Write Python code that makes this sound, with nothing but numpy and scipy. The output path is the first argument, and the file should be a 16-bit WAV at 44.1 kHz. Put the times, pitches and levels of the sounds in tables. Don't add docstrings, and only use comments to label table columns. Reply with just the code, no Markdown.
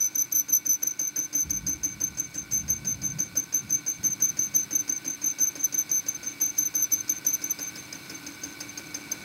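import sys
import numpy as np
from scipy import signal
from scipy.fft import rfft, irfft
from scipy.io import wavfile

SR = 44100
rng = np.random.default_rng(int(sys.argv[2]) if len(sys.argv) > 2 else 0)


def wav_out(sig):
    wavfile.write(sys.argv[1], SR, np.round(np.clip(np.atleast_2d(sig).T, -1, 1) * 32767).astype(np.int16))


N = 407484
TIME = np.arange(N) / SR
FIRST_STRIKE_S, TURN_S, SLOWING_S_PER_TURN = .144, .168707, .00001832
TURNS = np.arange(-1, 54)
STRIKE_TIMES = FIRST_STRIKE_S + TURN_S * TURNS + SLOWING_S_PER_TURN * TURNS ** 2 / 2


def amp(db):
    return 10 ** (np.asarray(db) / 20)


def unit(x):
    return x / np.sqrt(np.mean(x ** 2) + 1e-20)


def add(mix, s, sound):
    part = mix[max(round(s * SR), 0):][:len(sound)]
    part += sound[:len(part)]


def filtered(x, points):
    hz, db = np.transpose(points)
    f = np.fft.rfftfreq(N, 1 / SR)
    return irfft(rfft(x) * amp(np.interp(np.log(f + 1), np.log(hz), db)), N)


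def colour(x, points):
    return unit(filtered(x, points))


def wander(hz):
    f = np.fft.rfftfreq(N, 1 / SR)
    return unit(irfft(rfft(rng.standard_normal(N)) * np.exp(-(f / hz) ** 2), N))


def wavering(hz, spread_hz, rate_hz):
    return np.sqrt(2) * np.sin(2 * np.pi * np.cumsum(hz + spread_hz * wander(rate_hz)) / SR)


def resonate(x, hz, width):
    pole = np.exp((2j * np.pi * hz - np.pi * width) / SR)
    return unit(signal.lfilter([1], [1, -pole], x).real)


def burst(t, rise, hold, fade):
    return np.clip(t / rise, 0, 1) ** 2 * np.exp(-np.maximum(t - hold, 0) / fade)


def grit(per_s, spread_db):
    sizes = amp(spread_db * np.minimum(rng.exponential(1, N), 4))
    return rng.standard_normal(N) * sizes * (rng.random(N) < per_s / SR)


def last_strike(s):
    return STRIKE_TIMES[np.searchsorted(STRIKE_TIMES, s, side="right") - 1]


# time in seconds, gear level in dB, rubbing level in dB.
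LOAD = [(0, -51.5, -55), (.7, -54, -57.5), (1.4, -52, -56), (2.2, -51.5, -55.5), (3.3, -51.5, -55),
        (4.9, -50.5, -51.5), (5.4, -50.5, -52.5), (6.3, -49, -51), (6.6, -50, -52), (7.7, -48, -50),
        (8.4, -48, -50), (9.2, -46, -51.5)]
# frequency in Hz, relative level in dB.
WHIRR = [(28, -46), (60, -11.5), (130, 0), (235, -8), (300, 4), (440, -13), (700, -13), (1080, -10.5),
         (1720, -22), (2600, -14.5), (3150, -27.5), (4000, -14.5), (7000, -20.5), (15800, -28)]
RUB = [(500, -8), (2600, 6), (3200, -2), (3900, 6.5), (5300, 3.5), (7200, -46), (8000, 3.5), (9300, -23.5),
       (10200, 1), (10900, -19), (12500, -2), (15800, -5)]
# frequency in Hz, width in Hz, relative level in dB.
CASING = [(1418, 22, 0), (1521.5, 11.5, 3), (2265, 63, 7), (2327, 76, 2.5), (4146, 13, -1.5)]
# pitch in Hz, level at average load in dB.
WHINE = [(167, -66.5), (210, -63.5), (291, -59), (1131, -71), (1497, -60), (2261, -59), (3540, -67.5)]


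def headstock(mesh):
    s, gear_db, rub_db = np.transpose(LOAD)
    gear, rub = amp(np.interp(TIME, s, gear_db)), amp(np.interp(TIME, s, rub_db))
    teeth = 1 + .3 * np.cos(mesh)
    whirr = colour(teeth * grit(per_s=7000, spread_db=0), WHIRR)
    casing = sum(amp(db) * resonate(teeth * rng.standard_normal(N), hz, width)
                 for hz, width, db in CASING)
    rubbing = colour(rng.standard_normal(N), RUB)
    whine = sum(amp(db) * wavering(hz, spread_hz=3 + hz / 380, rate_hz=30) for hz, db in WHINE)
    return gear * (whirr + amp(-2.5) * unit(casing)) + rub * rubbing + whine * unit(gear)


# start in seconds, swing in dB.
CHIRPS = [(0.151, -23.0), (0.321, -25.5), (0.491, -25), (0.66, -27.5), (0.826, -22.5), (0.991, -27.0),
          (1.158, -25), (1.336, -34), (1.503, -21.5), (1.664, -28.0), (1.831, -28), (2.01, -25.5),
          (2.181, -35), (2.351, -33.5), (2.518, -28.5), (2.7, -22), (2.85, -36.5), (3.033, -30.5),
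          (3.198, -23), (3.37, -22), (3.539, -25.5), (3.704, -25.5), (3.864, -31.5), (4.036, -31),
          (4.219, -16), (4.389, -21.5), (4.558, -16), (4.726, -26.5), (4.892, -18), (5.074, -25.0),
          (5.239, -22), (5.399, -27.5), (5.552, -37.5), (5.741, -25), (5.912, -24.5), (6.083, -19),
          (6.228, -37), (6.413, -22.0), (6.582, -20), (6.75, -21), (6.917, -21), (7.092, -18.5),
          (7.263, -19), (7.437, -28.0), (7.603, -34.5), (7.773, -42), (7.923, -40), (8.092, -42),
          (8.263, -37.0), (8.433, -29), (8.605, -34), (8.773, -30), (8.944, -32.5), (9.114, -24.5)]
# start in seconds, length in seconds, opening swing in dB,
# swing of the flare on leaving the cut in dB.
SQUEALS = [(0.0, 0.07, -22.0, -36.5), (0.171, 0.051, -21.5, -38), (0.342, 0.066, -21.0, -54),
           (0.52, 0.053, -19.5, -42.0), (0.685, 0.061, -19.5, -31.5), (0.863, 0.013, -21.5, -34),
           (0.987, 0.097, -27.5, -36), (1.156, 0.1, -27.0, -31.5), (1.343, 0.083, -22.5, -28),
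           (1.525, 0.051, -26.5, -52.0), (1.668, 0.066, -24.5, -47), (1.837, 0.0198, -21.5, -37),
           (2.031, 0.016, -21.0, -48), (2.19, 0.011, -23, -49), (2.371, 0.025, -27.5, -49),
           (2.525, 0.054, -21.5, -30.0), (2.686, 0.049, -24.5, -35.5), (2.865, 0.061, -24.0, -39),
           (3.04, 0.037, -24.5, -36.5), (3.184, 0.053, -28.0, -53), (3.364, 0.037, -24.5, -46),
           (3.536, 0.041, -22.5, -62), (3.717, 0.044, -21.0, -42), (3.871, 0.05, -25.5, -41.5),
           (4.04, 0.041, -21.5, -25), (4.231, 0.026, -19.5, -27.0), (4.384, 0.086, -24.0, -37),
           (4.54, 0.07, -21.0, -32.5), (4.744, 0.025, -19.5, -25.5), (4.915, 0.018, -25.0, -33.5),
           (5.091, 0.0167, -24, -33.0), (5.252, 0.031, -22, -29.5), (5.405, 0.039, -18.5, -23),
           (5.591, 0.028, -33.0, -21), (5.77, 0.049, -23, -34.5), (5.915, 0.064, -22, -28),
           (6.076, 0.024, -29.5, -34), (6.255, 0.026, -29.5, -44), (6.405, 0.058, -21.5, -29.5),
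           (6.574, 0.06, -24.5, -24.5), (6.744, 0.083, -25.5, -22.0), (6.915, 0.034, -21, -35.5),
           (7.089, 0.038, -30.5, -35), (7.263, 0.047, -25, -23.5), (7.431, 0.037, -31.5, -25.5),
           (7.608, 0.037, -30.0, -33.5), (7.78, 0.034, -41.0, -52), (7.936, 0.036, -48.5, -56),
           (8.138, 0.017, -36.5, -60), (8.28, 0.02, -42.5, -62), (8.439, 0.019, -38, -48),
           (8.618, 0.016, -44, -45), (8.788, 0.016, -46, -50), (8.953, 0.019, -42, -59)]
# time in seconds, base pitch in Hz.
CHATTER_HZ = [(0, 6115), (.7, 6130), (1.1, 6180), (2.5, 6220), (4, 6215), (5.5, 6212), (7, 6200),
              (9.2, 6225)]
# time after the strike in seconds, shift in Hz.
BEND = [(0, 110), (.01, 60), (.023, -15), (.04, 0), (.06, 20), (.078, 20), (.1, -45), (.115, -90)]
SAG_DB_PER_S, SIMMER_DB = 61.5, -16
LEAVE_S, CUT_S = .074, .087
FLAT_HZ_PER_DB, USUAL_DB = 5, -27


def chatter():
    t = np.arange(SR // 5) / SR
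    power = np.zeros(N)
    for s, db in CHIRPS:
        add(power, s, (amp(db) * burst(t, rise=.00401, hold=.01, fade=.004)) ** 2)
    for s, length, db, leave_db in SQUEALS:
        strike = last_strike(s)
        bout = amp(db - SAG_DB_PER_S * t) * burst(t, rise=.01, hold=length, fade=.007)
        simmer = amp(db + SIMMER_DB) * burst(t, rise=.0046, hold=CUT_S, fade=.0041)
        flare = amp(leave_db) * burst(t, rise=.016, hold=.031, fade=.0057)
        add(power, s, bout ** 2)
        add(power, strike, simmer ** 2)
        add(power, strike + LEAVE_S, flare ** 2)
    swing = np.sqrt(power)
    flat = FLAT_HZ_PER_DB * np.maximum(20 * np.log10(swing + 1e-9) - USUAL_DB, -10)
    bend = np.interp(TIME - last_strike(TIME), *np.transpose(BEND))
    return swing, np.interp(TIME, *np.transpose(CHATTER_HZ)) + bend - flat


# time in seconds, octave gain in dB, sizzle gain in dB.
BITE = [(0, -14, -21.5), (.35, -4, -24), (.8, -11, -22), (1.2, -13, -22), (3, -15, -35), (5, -16, -30),
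        (6.8, -10.5, -27.5), (7.6, -10.5, -23), (9.2, -12, -26)]
# frequency in Hz, gain in dB.
TOOL_BAND = [(5300, -25), (5750, -8), (5950, 0), (6450, 0), (6750, -6), (7500, -20)]
# frequency in Hz, relative level in dB.
SIZZLE = [(3600, -29), (5100, -3.5), (6900, -9), (9300, -24), (10300, -7.5), (10850, -14), (11400, -14),
          (12300, -11), (13000, -19), (14200, -8), (15800, -23)]
WIDEST_DB, HARSH_DB, HARSH_POWER = -15, -22, .6


def squeal(mesh):
    swing, pitch = chatter()
    shake = .55 * np.cos(mesh) + wander(150)
    phase = 2 * np.pi * np.cumsum(pitch - 19 * shake + 24 * wander(45) + 18 * wander(450)) / SR
    flutter_db = 1.7 + 2.4 * np.exp(-swing / .03)
    level = swing * amp(flutter_db * shake + .6 * wander(450))
    level = level / (1 + (level / amp(WIDEST_DB)) ** 4) ** .25
    tone = filtered(level * np.sin(phase), TOOL_BAND)
    s, octave_db, sizzle_db = np.transpose(BITE)
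    harsh = level * (np.sqrt(level * swing) / amp(HARSH_DB)) ** HARSH_POWER
    octave = harsh * amp(np.interp(TIME, s, octave_db) + 3.6 * wander(160))
    octave *= np.sin(2 * phase + .25 * wander(760))
    sizzle = harsh * amp(np.interp(TIME, s, sizzle_db) + 2 * wander(60))
    sizzle *= colour(grit(per_s=9000, spread_db=1.5), SIZZLE)
    return np.sqrt(2) * (tone + octave) + sizzle


def sputter(against_rub_db, spread_db):
    s, _, rub_db = np.transpose(LOAD)
    level = amp(np.interp(TIME, s, rub_db) + against_rub_db + spread_db * np.minimum(wander(44), 2))
    return level * colour(resonate(rng.standard_normal(N), hz=6290, width=120), TOOL_BAND)


# time in seconds, then thud, knock, crunch, chink in dB.
FORCE = [(0.2, -41.5, -51.5, -48, -61), (1.15, -38.5, -45.5, -47, -55), (1.6, -34.5, -46.5, -44.5, -37),
         (2.2, -38, -47, -46, -58), (2.85, -39, -45.5, -46, -38), (3.35, -38.5, -45.5, -44, -42),
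         (3.75, -38, -47, -46, -54), (5.0, -35.5, -46, -47.5, -47), (6.1, -43, -47.5, -47.5, -44),
         (7.0, -38, -49, -44, -52), (7.7, -41, -43, -44.5, -35), (8.201, -37.5, -45.5, -43.5, -36),
         (9.1, -46, -43.5, -43, -36.5)]
# pitch in Hz, relative level in dB, seconds to fall by 60 dB.
BED = [(142.9, -8.5, 0.31), (187.7, -9.5, 0.23), (283.5, 3.5, 0.21), (323.4, -2.5, 0.24)]
# time in seconds, length of the crunch in seconds.
ENTRY = [(0, 0.011), (6.5, 0.016), (7.7, 0.01), (9.2, .011)]
# frequency in Hz, relative level in dB.
KNOCK = [(100, -20), (190, 0), (380, -2), (450, -1.5), (540, 1.5), (720, -7.5), (1050, -6.5), (1300, -11),
         (1530, 3.5), (1720, -6.5), (2450, -4), (3200, -14), (4200, -21), (9000, -16)]
CRUNCH = [(2500, -68), (4100, -7), (5000, 2), (5600, 0.5), (6300, 0), (7000, -5), (9400, -22.5),
          (10200, -11.5), (10900, -12.5), (12400, -18.5), (13400, -14), (15800, -18)]


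def strikes():
    t = np.arange(SR // 3) / SR
    thud, knock, crunch, chink = np.zeros((4, N))
    at, *force = np.transpose(FORCE)
    for s in STRIKE_TIMES[STRIKE_TIMES > 0]:
        lag, scatter_db, *detune = rng.standard_normal(len(BED) + 2)
        thud_db, knock_db, crunch_db, chink_db = (np.interp(s, at, db) + scatter_db for db in force)
        ring = sum(amp(db - 60 * t / t60) * np.sin(2 * np.pi * hz * (1 + .016 * d) * t)
                   for (hz, db, t60), d in zip(BED, detune))
        add(thud, s + .00506, amp(thud_db) * ring * np.minimum(t / .026, 1) ** 2)
        add(knock, s - .002, amp(knock_db) * burst(t, rise=.0046, hold=.014, fade=.038))
        entry = np.interp(s, *np.transpose(ENTRY))
        crack = np.sqrt(.022 / entry) * burst(t, rise=.41 * entry, hold=entry, fade=entry)
        add(crunch, s - .001, amp(crunch_db) * crack)
        add(chink, s + .0018 * abs(lag), amp(chink_db) * burst(t, rise=.0019, hold=.0032, fade=.005))
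    knock *= colour(grit(per_s=4000, spread_db=1.5), KNOCK)
    crunch *= colour(grit(per_s=4400, spread_db=1), CRUNCH) * amp(1.5 * wander(90))
    chink *= wavering(5000, spread_hz=130, rate_hz=150)
    return thud + knock + crunch + chink


# start in seconds, length in seconds, rumble level in dB,
# flutter level in dB.
GUSTS = [(1.386, 0.28, -44.5, -45), (1.764, 0.75, -55, -51.5), (2.485, 0.35, -47.5, -45),
         (2.78, 0.41, -58, -43.5), (3.28, 0.11, -58, -56), (3.56, 0.12, -59, -43.5),
         (3.914, 0.167, -59, -47), (4.16, 0.39, -66, -51.5), (4.56, .15, -63, -56)]
# frequency in Hz, relative level in dB.
RUMBLE = [(20, -34), (38, -28), (53, -7), (77, 0), (100, -11), (200, -30), (600, -60)]
FLUTTER = [(50, -33), (95, -9.5), (130, -1.5), (200, -2.5), (300, -25), (600, -31), (2000, -53)]


def draught():
    deep, flutter = np.zeros((2, N))
    for s, length, deep_db, flutter_db in GUSTS:
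        gust = burst(TIME - s, rise=.07, hold=length, fade=.11)
        deep += amp(deep_db) * gust
        flutter += amp(flutter_db) * gust
    lumps = amp(1.5 * wander(14))
    deep *= colour(rng.standard_normal(N), RUMBLE)
    flutter *= colour(rng.standard_normal(N), FLUTTER)
    return lumps * (deep + flutter)


# start in seconds, length in seconds, level in dB.
SQUEAKS = [(2.175, .03, -50), (2.342, .025, -51), (2.513, .025, -49)]


def squeaks():
    t = np.arange(SR // 10) / SR
    level = np.zeros(N)
    for s, length, db in SQUEAKS:
        add(level, s, amp(db) * burst(t, rise=.0036, hold=length, fade=.009))
    return level * wavering(7634, spread_hz=25, rate_hz=150)


def workshop(x, t60, wet_db):
    t = np.arange(SR // 2) / SR
    taps = rng.choice([-1, 1], len(t)) * (rng.random(len(t)) < .1) * (t > .004)
    tail = taps * amp(-60 * t / t60)
    return x + amp(wet_db) * signal.fftconvolve(x, tail / np.linalg.norm(tail))[:N]


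def scene():
    mesh_hz = 107.4 + .45 * wander(2.9)
    mesh = 2 * np.pi * np.cumsum(mesh_hz) / SR
    cutting = strikes() + squeal(mesh) + sputter(against_rub_db=-10.5, spread_db=7) + squeaks()
    return (workshop(cutting, t60=.17, wet_db=-19.5) + headstock(mesh) + draught())[None]


# frequency in Hz, gain in dB.
MIC = [(22, -20), (36, -8), (52, 0), (100, 0)]
TREBLE_LIMIT_HZ = 15780


def record(dry):
    low_pass = signal.firwin(801, TREBLE_LIMIT_HZ, window=("kaiser", 9), fs=SR)
    return signal.oaconvolve(filtered(dry, MIC), low_pass[None], "same")


dry = scene()
out = record(dry)
wav_out(out)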